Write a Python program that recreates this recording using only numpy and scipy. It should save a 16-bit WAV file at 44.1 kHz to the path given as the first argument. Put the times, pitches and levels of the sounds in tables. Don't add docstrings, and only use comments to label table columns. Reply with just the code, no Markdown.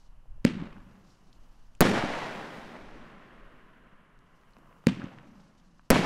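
import sys
import numpy as np
from scipy import signal
from scipy.fft import rfft, irfft, next_fast_len
from scipy.io import wavfile
from scipy.ndimage import uniform_filter1d

SR = 44100
rng = np.random.default_rng(int(sys.argv[2]) if len(sys.argv) > 2 else 0)


def invert_db(x):
    u = np.asarray(x, float) / 20
    return 10 ** u


def to_wav(sig):
    pcm = np.clip(np.atleast_2d(sig), -1, 1) * 32767
    pcm = np.round(pcm).astype(np.int16)
    wavfile.write(sys.argv[1], SR, pcm.T)


N = 266805
T = np.arange(N) / SR
M = next_fast_len(N, True)


def level(x):
    return x / np.sqrt(np.mean(x ** 2))


def band(x, lo_hz, hi_hz, order=2):
    sos = signal.butter(order, [lo_hz, min(hi_hz, .47 * SR)], "bandpass", fs=SR, output="sos")
    return signal.sosfilt(sos, x)


def walk(rate_hz):
    hold = int(SR / rate_hz)
    steps = np.repeat(rng.standard_normal(N // hold + 1), hold)
    return 1.3 * uniform_filter1d(uniform_filter1d(steps, hold), hold)[:N]


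def colour(table, hz):
    f, db = np.transpose(table)
    return np.interp(np.log(np.maximum(hz, 1)), np.log(f), db)


def coloured_noise(table, lo_hz, hi_hz):
    f = np.fft.rfftfreq(M, 1 / SR)
    gain = invert_db(colour(table, f)) * (f > lo_hz) * (f < hi_hz)
    return level(irfft(rfft(rng.standard_normal(M)) * gain, M)[:N])


def swells(table, base_db):
    bells = sum(invert_db(db) ** 2 * np.exp(-((T - s) / half_s) ** 2) for s, db, half_s in table)
    return np.sqrt(invert_db(base_db) ** 2 + bells)


def add(out, s, wave):
    i = int(round(s * SR))
    out[i:i + len(wave)] += wave[:N - i]


def swing(hz, tau_ms, sudden=1.):
    t = T[:1500]
    return np.cos(2 * np.pi * hz * t) * np.exp(-(1000 * t / tau_ms) ** sudden)


# [t/s, peak level/dB, swing f/Hz, ground bounce delay/ms, bounce level/dB]
BREAKS = [
    (1.8068, -.9, 420, 5.05, -1.2),
    (5.9035, -1.3, 420, 4.5, -.8),
]
# [t/s, peak level/dB, centre f/Hz, polarity]
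BREAK_ECHOES = [(1.8148, -11, 700, 1), (1.8218, -10, 600, -1), (1.8246, -9, 400, 1), (1.8276, -12, 380, 1),
                (1.855, -17, 500, 1), (1.871, -15, 1500, 1), (1.897, -19, 2400, 1), (1.942, -16, 400, 1),
                (1.976, -17, 450, 1), (2.038, -17, 200, 1), (2.755, -33, 600, 1), (5.9116, -11, 350, 1),
                (5.9195, -13, 450, 1), (5.9253, -11, 800, -1), (5.931, -12, 500, 1), (5.958, -13, 1500, -1),
                (5.9597, -11, 900, -1), (5.9645, -14, 500, 1)]


def breaks():
    out = np.zeros(N)
    for s, db, hz, bounce_ms, bounce_db in BREAKS:
        turbulence = 1 + .07 * rng.standard_normal(1500)
        bounce = swing(.88 * hz, 2.1, 4.) * turbulence
        add(out, s, invert_db(db) * swing(hz, 2., 4.) * turbulence)
        add(out, s + bounce_ms / 1000, invert_db(db + bounce_db) * bounce)
    for s, db, hz, sign in BREAK_ECHOES:
        echo = band(swing(hz, tau_ms=300 / hz), hz / 4, hz * 2.5)
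        add(out, s, sign * invert_db(db - 1.5) * echo / np.abs(echo).max())
    return out


# [t/s, peak level/dB, tube ring f/Hz, ground bounce delay/ms, igniting puff level/dB]
LIFTS = [
    (.4503, -8.5, 205, .4, -29),
    (4.8696, -8.5, 195, .41, -42),
]
# [t after it/ms, level/dB, polarity]
LIFT_ECHOES = [(8.5, -15, 1), (13, -12, 1), (18, -13, 1), (22.3, -12, 1), (29.5, -16, 1), (34, -17.5, 1),
               (45, -22, 1), (57, -17.5, 1), (104, -21, -1), (118, -23, 1), (123, -21, 1), (128, -22, 1),
               (163, -26, 1), (174, -15.5, 1), (196, -26, -1)]


def lifts():
    out, t = np.zeros(N), T[:1500]
    crack = signal.lfilter([.26, .48, .26], 1, np.exp(-t / .0002))
    ground_crack = signal.lfilter(np.ones(4) / 4, 1, crack)
    for s, db, hz, bounce_ms, puff_db in LIFTS:
        ring = (swing(hz, 6., 2.5) - .45 * swing(2.75 * hz, 4.)) * (1 - np.exp(-t / .0003))
        add(out, s, invert_db(db) * (1.5 * crack + .65 * ring))
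        add(out, s + bounce_ms / 1000, invert_db(db) * (.95 * ground_crack + .65 * ring))
        fizz = level(band(rng.standard_normal(1500), 1500, 4200))
        puff = np.sin(2 * np.pi * hz * t) + 0.31 * fizz
        add(out, s - .0055, invert_db(puff_db) * puff * np.exp(-((t - .004) / .004) ** 2))
        worn = np.cos(2 * np.pi * 1.1 * hz * (t - .006)) * np.exp(-((t - .006) / .0026) ** 2)
        for ms, echo_db, sign in LIFT_ECHOES:
            add(out, s + (ms - 6) / 1000, sign * invert_db(db + echo_db) * worn)
    return out


SWELL, SWELL_DB = .35, 5


def scatter(shots, stands, spectrum, bass_late_s, bass_hold_db_s, air_db_s, patchy_db, grain_db, air, own_db):
    f = np.fft.rfftfreq(M, 1 / SR)
    grains = rng.standard_normal(N) * invert_db(grain_db * walk(400))
    dense = rfft(grains, M) * invert_db(colour(spectrum, f))

    def power_db(lo_hz, hi_hz):
        inside = (f >= lo_hz) & (f < hi_hz)
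        return 10 * np.log10(np.sum(np.abs(dense[inside]) ** 2) * 2 / M ** 2)

    mid0, bass0, treble0 = power_db(600, 2500), power_db(100, 400), power_db(4000, 8000)
    out, patches = np.zeros(N), 0.19 * patchy_db * walk(60)
    octave, coarse = np.log2(np.maximum(f, 1)), T[::32]
    for hz in 50 * 2 ** (np.arange(26) / 3):
        part = irfft(dense * np.clip(1 - 3 * np.abs(octave - np.log2(hz)), 0, 1), M)[:N]
        low = np.clip(np.log2(700 / hz), 0, 1)
        high = max((hz - 1500) / 4000, 0) ** air
        own = own_db * (0.13 + 0.73 * low) * walk(min(hz / 12, 40))
        energy = 0
        for shot, *_ in shots:
            after = np.maximum(coarse - shot, 0)
            onset = np.minimum(after / (0.0033 + low * bass_late_s), 1)
            for arrives, mid, fade_db_s, bass, treble in stands:
                bass_db = low * (bass - bass0 + mid0 + bass_hold_db_s * after)
                treble_db = high * (treble - treble0 + mid0 + air_db_s * after)
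                fade_db = fade_db_s * np.maximum(after - arrives, 0)
                swell_s = max(min(SWELL * arrives, -SWELL_DB / fade_db_s), .011)
                rise = np.clip(1 + (after - arrives) / swell_s, 0, 1) * onset
                energy = energy + (rise * invert_db(mid - mid0 + bass_db + treble_db + fade_db)) ** 2
        out += part * np.interp(T, coarse, np.sqrt(energy)) * invert_db(patches + own)
    return out


# [t after it/s, middle level/dB, fade/dB per s,
#                         bass minus middle level/dB, treble minus middle level/dB]
BREAK_STANDS = [
    (.011, -25.5, -350, 6.5, -9.5),
    (0.043, -28.5, -110, 7, -9.5),
    (.15, -29, -55.5, -10.5, -16.5),
    (.33, -37.5, -22, -7.5, -16),
    (.94, -49, -250, -5, -28),
    (1.145, -60.5, -250, 5, -14),
]
# [f/Hz, level/dB per Hz]
BREAK_COLOUR = [(29, -53.5), (50, -21), (195, 0), (455, -6), (552, -5.5), (639, -5.5), (1090, -9.5),
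                (1170, -10.5), (1860, -12.5), (5670, -33), (9910, -48), (14300, -64.5), (16500, -81)]


def break_tail():
    return scatter(BREAKS, BREAK_STANDS, BREAK_COLOUR, bass_late_s=0.01, bass_hold_db_s=7.5,
                   air_db_s=-0.8, patchy_db=0.7, grain_db=1.0, air=0.44, own_db=-0.5)


FAR_STANDS = [
    (1.301, -59.5, -8, -1.5, -22.5),
    (2.882, -65, -23, -1.8, -39),
]
# [f/Hz, level/dB per Hz]
FAR_COLOUR = [(29, -44), (50, -16), (98, -16.5), (136, 5), (234, 0), (324, -9), (678, -2.5), (843, -19.5),
              (1000, 3), (1520, -5), (2150, -14), (2440, -18), (2910, -18.5), (4790, -43.5), (9000, -56),
              (11700, -65), (19800, -120)]


def far_tail():
    return scatter(BREAKS, FAR_STANDS, FAR_COLOUR, bass_late_s=.03, bass_hold_db_s=0.57,
                   air_db_s=-2.0, patchy_db=3.5, grain_db=-0.5, air=0.17, own_db=4.2)


LIFT_STANDS = [
    (.017, -38.5, -380, 10, -8.5),
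    (.045, -48.5, -110, 11, -10.5),
    (.155, -47.5, -110, 1, -23),
    (.27, -57.5, -33, 2, -26.5),
]
# [f/Hz, level/dB per Hz]
LIFT_COLOUR = [(29, -55), (50, -26.5), (114, -4.5), (184, 2), (337, -11), (362, -15.5), (520, -19),
               (559, -17), (615, -23), (1180, -23.5), (2680, -26), (8540, -53.5), (16000, -87.5)]


def lift_tail():
    return scatter(LIFTS, LIFT_STANDS, LIFT_COLOUR, bass_late_s=0.036, bass_hold_db_s=8.5,
                   air_db_s=-0.5, patchy_db=-0.7, grain_db=2.0, air=0.37, own_db=3.5)


def stars():
    swell_s, burn_s, die_db_s = .45, 0.77, -40
    hiss = level(band(rng.standard_normal(N), 6500, 12500, order=1)) * invert_db(2.6 * walk(15))
    burn = np.zeros(N)
    for s, *_ in BREAKS:
        t = T - s
        burn += np.clip(t / swell_s, 0, 1) * invert_db(die_db_s * np.clip(t - burn_s, 0, None))
    return invert_db(-74) * hiss * burn


# [t/s, peak level/dB, centre f/Hz, width/octaves]
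TICKS = [(.730, -51, 2500, 1.8), (.637, -48, 3330, 0.82), (.766, -42.5, 1380, 0.52),
         (1.3295, -47.5, 4430, 1.1), (1.7507, -53, 2600, 0.66), (1.751, -51.5, 6470, 0.91),
         (4.435, -49.5, 1400, 2), (4.19, -56.5, 5580, 1.2), (4.413, -62, 4900, 1), (4.508, -61, 5500, 1.6),
         (4.523, -63, 6000, 0.76), (4.535, -57, 4430, .3), (4.5675, -40, 980, 1.85),
         (4.585, -57.5, 5300, 2.5), (4.588, -50, 500, 1.5), (4.634, -52, 900, 0.82),
         (4.658, -51, 1200, 1.5), (4.712, -48, 1000, 1.5), (4.727, -47, 1480, 1.4), (4.765, -49, 1190, 1),
         (4.840, -45.5, 900, 2), (5.018, -32, 1500, 0.49), (5.057, -48, 3300, .4), (5.147, -59, 3000, 2),
         (5.186, -38, 1870, 0.7), (5.599, -57, 2200, 1.5), (5.795, -46, 1200, 1.3), (5.04, -51.5, 6060, .3),
         (.257, -53, 800, 1.2), (.38, -56, 536, 0.77)]


def ticks():
    out, t = np.zeros(N), T[:600]
    for s, db, hz, wide in TICKS:
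        grit = rng.standard_normal(600)
        knock = (1 + .5 * grit) * np.exp(-t * hz)
        crumble = 0.16 * grit * np.exp(-t / 0.0034)
        click = band(knock + crumble, hz / 2 ** (wide / 2), hz * 2 ** (wide / 2))
        add(out, s, invert_db(db) * click / np.abs(click).max())
    return out


# [t/s, peak level/dB, half length/s]
GUSTS = [
    (.12, -47, 0.17),
    (.4, -45, 0.08),
    (.8, -53, 0.14),
    (1.68, -53, 0.23),
    (2.1, -57, 0.48),
    (2.9, -48, 0.063),
    (3.42, -54, .05),
    (3.6, -57, .12),
    (5.9, -63.5, 0.34),
]
# [f/Hz, level/dB per Hz]
WIND_COLOUR = [(3, 4), (12, 0.5), (27, -1), (46, -10), (80, -20), (130, -27.5), (250, -42.5), (500, -61),
               (900, -81.5)]


def wind():
    rumble = coloured_noise(WIND_COLOUR, 3, 900) * invert_db(2.8 * walk(7))
    breeze_db = -54.5 - 2 * T
    return rumble * swells(GUSTS, breeze_db) * invert_db(2.5)


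# [t/s, peak level/dB, half length/s]
RUSTLES = [
    (.001, -72, 0.064),
    (1.1, -74, .07),
    (1.3, -77.5, 0.57),
    (4.4, -84.5, .12),
    (5.4, -75.5, 0.032),
    (5.4, -77.5, 0.54),
]


def rustles():
    grains = level(band(rng.standard_normal(N) * invert_db(2 * walk(110)), 3400, 6600))
    return grains * swells(RUSTLES, base_db=-92.5)


# [f/Hz, level/dB per Hz]
NIGHT_COLOUR = [(100, -20), (200, -22.5), (400, -31.5), (1000, -28.5), (1700, -36), (2400, -42),
                (2950, -36), (3600, -51.5), (9000, -53.5), (12000, -52.5), (15000, -55)]


def night():
    return coloured_noise(NIGHT_COLOUR, 90, 15800) * invert_db(-67.5 + 1.7 * walk(3))


def scene():
    tails = lift_tail() + break_tail() + far_tail()
    shots = lifts() + breaks()
    return (shots + tails + stars() + ticks() + night() + wind() + rustles())[None]


def thin_top(x):
    f, _, z = signal.stft(x, SR, window="cosine", nperseg=2048)
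    for k, lo_hz in enumerate(np.arange(12000, 17000, 625)):
        rows = (f >= lo_hz) & (f < lo_hz + 625)
        db = 10 * np.log10(np.mean(np.abs(z[0, rows]) ** 2, axis=0) + 1e-20)
        edge_db = -114.5 + .5 * k + 22 * (lo_hz > 15700)
        chance_db = 3 * rng.standard_normal(len(db))
        z[0, rows] *= np.where(db + chance_db > edge_db, 1, .15)
    return signal.istft(z, SR, window="cosine", nperseg=2048)[1][:, :N]


def low_pass(x):
    return signal.sosfilt(signal.butter(12, 17120, fs=SR, output="sos"), x)


def record(dry):
    drift, shaken, t = np.zeros(N), np.zeros(N), T[:24000]
    for s, *_ in BREAKS:
        recovery = .3 * np.exp(-t / .0065) + .06 * np.exp(-t / .08)
        add(drift, s + .0017, (1 - np.exp(-t / .0012)) * recovery)
        add(shaken, s, np.ones(255))
    drift = signal.lfilter(*signal.butter(1, 1.2, "highpass", fs=SR), drift)
    over = ((dry > .52) | (dry < -.73)) & (shaken > 0)
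    lost = over & np.roll(over, 2, axis=1)
    chatter = .3 * drift + .12 * rng.standard_normal(N)
    x = np.where(lost, chatter, np.clip(dry + drift, -.39, .62))
    x = signal.sosfiltfilt(signal.ellip(6, .2, 40, 16600, fs=SR, output="sos"), x)
    mix = thin_top(x)
    return low_pass(mix)


dry = scene()
out = record(dry)
to_wav(out)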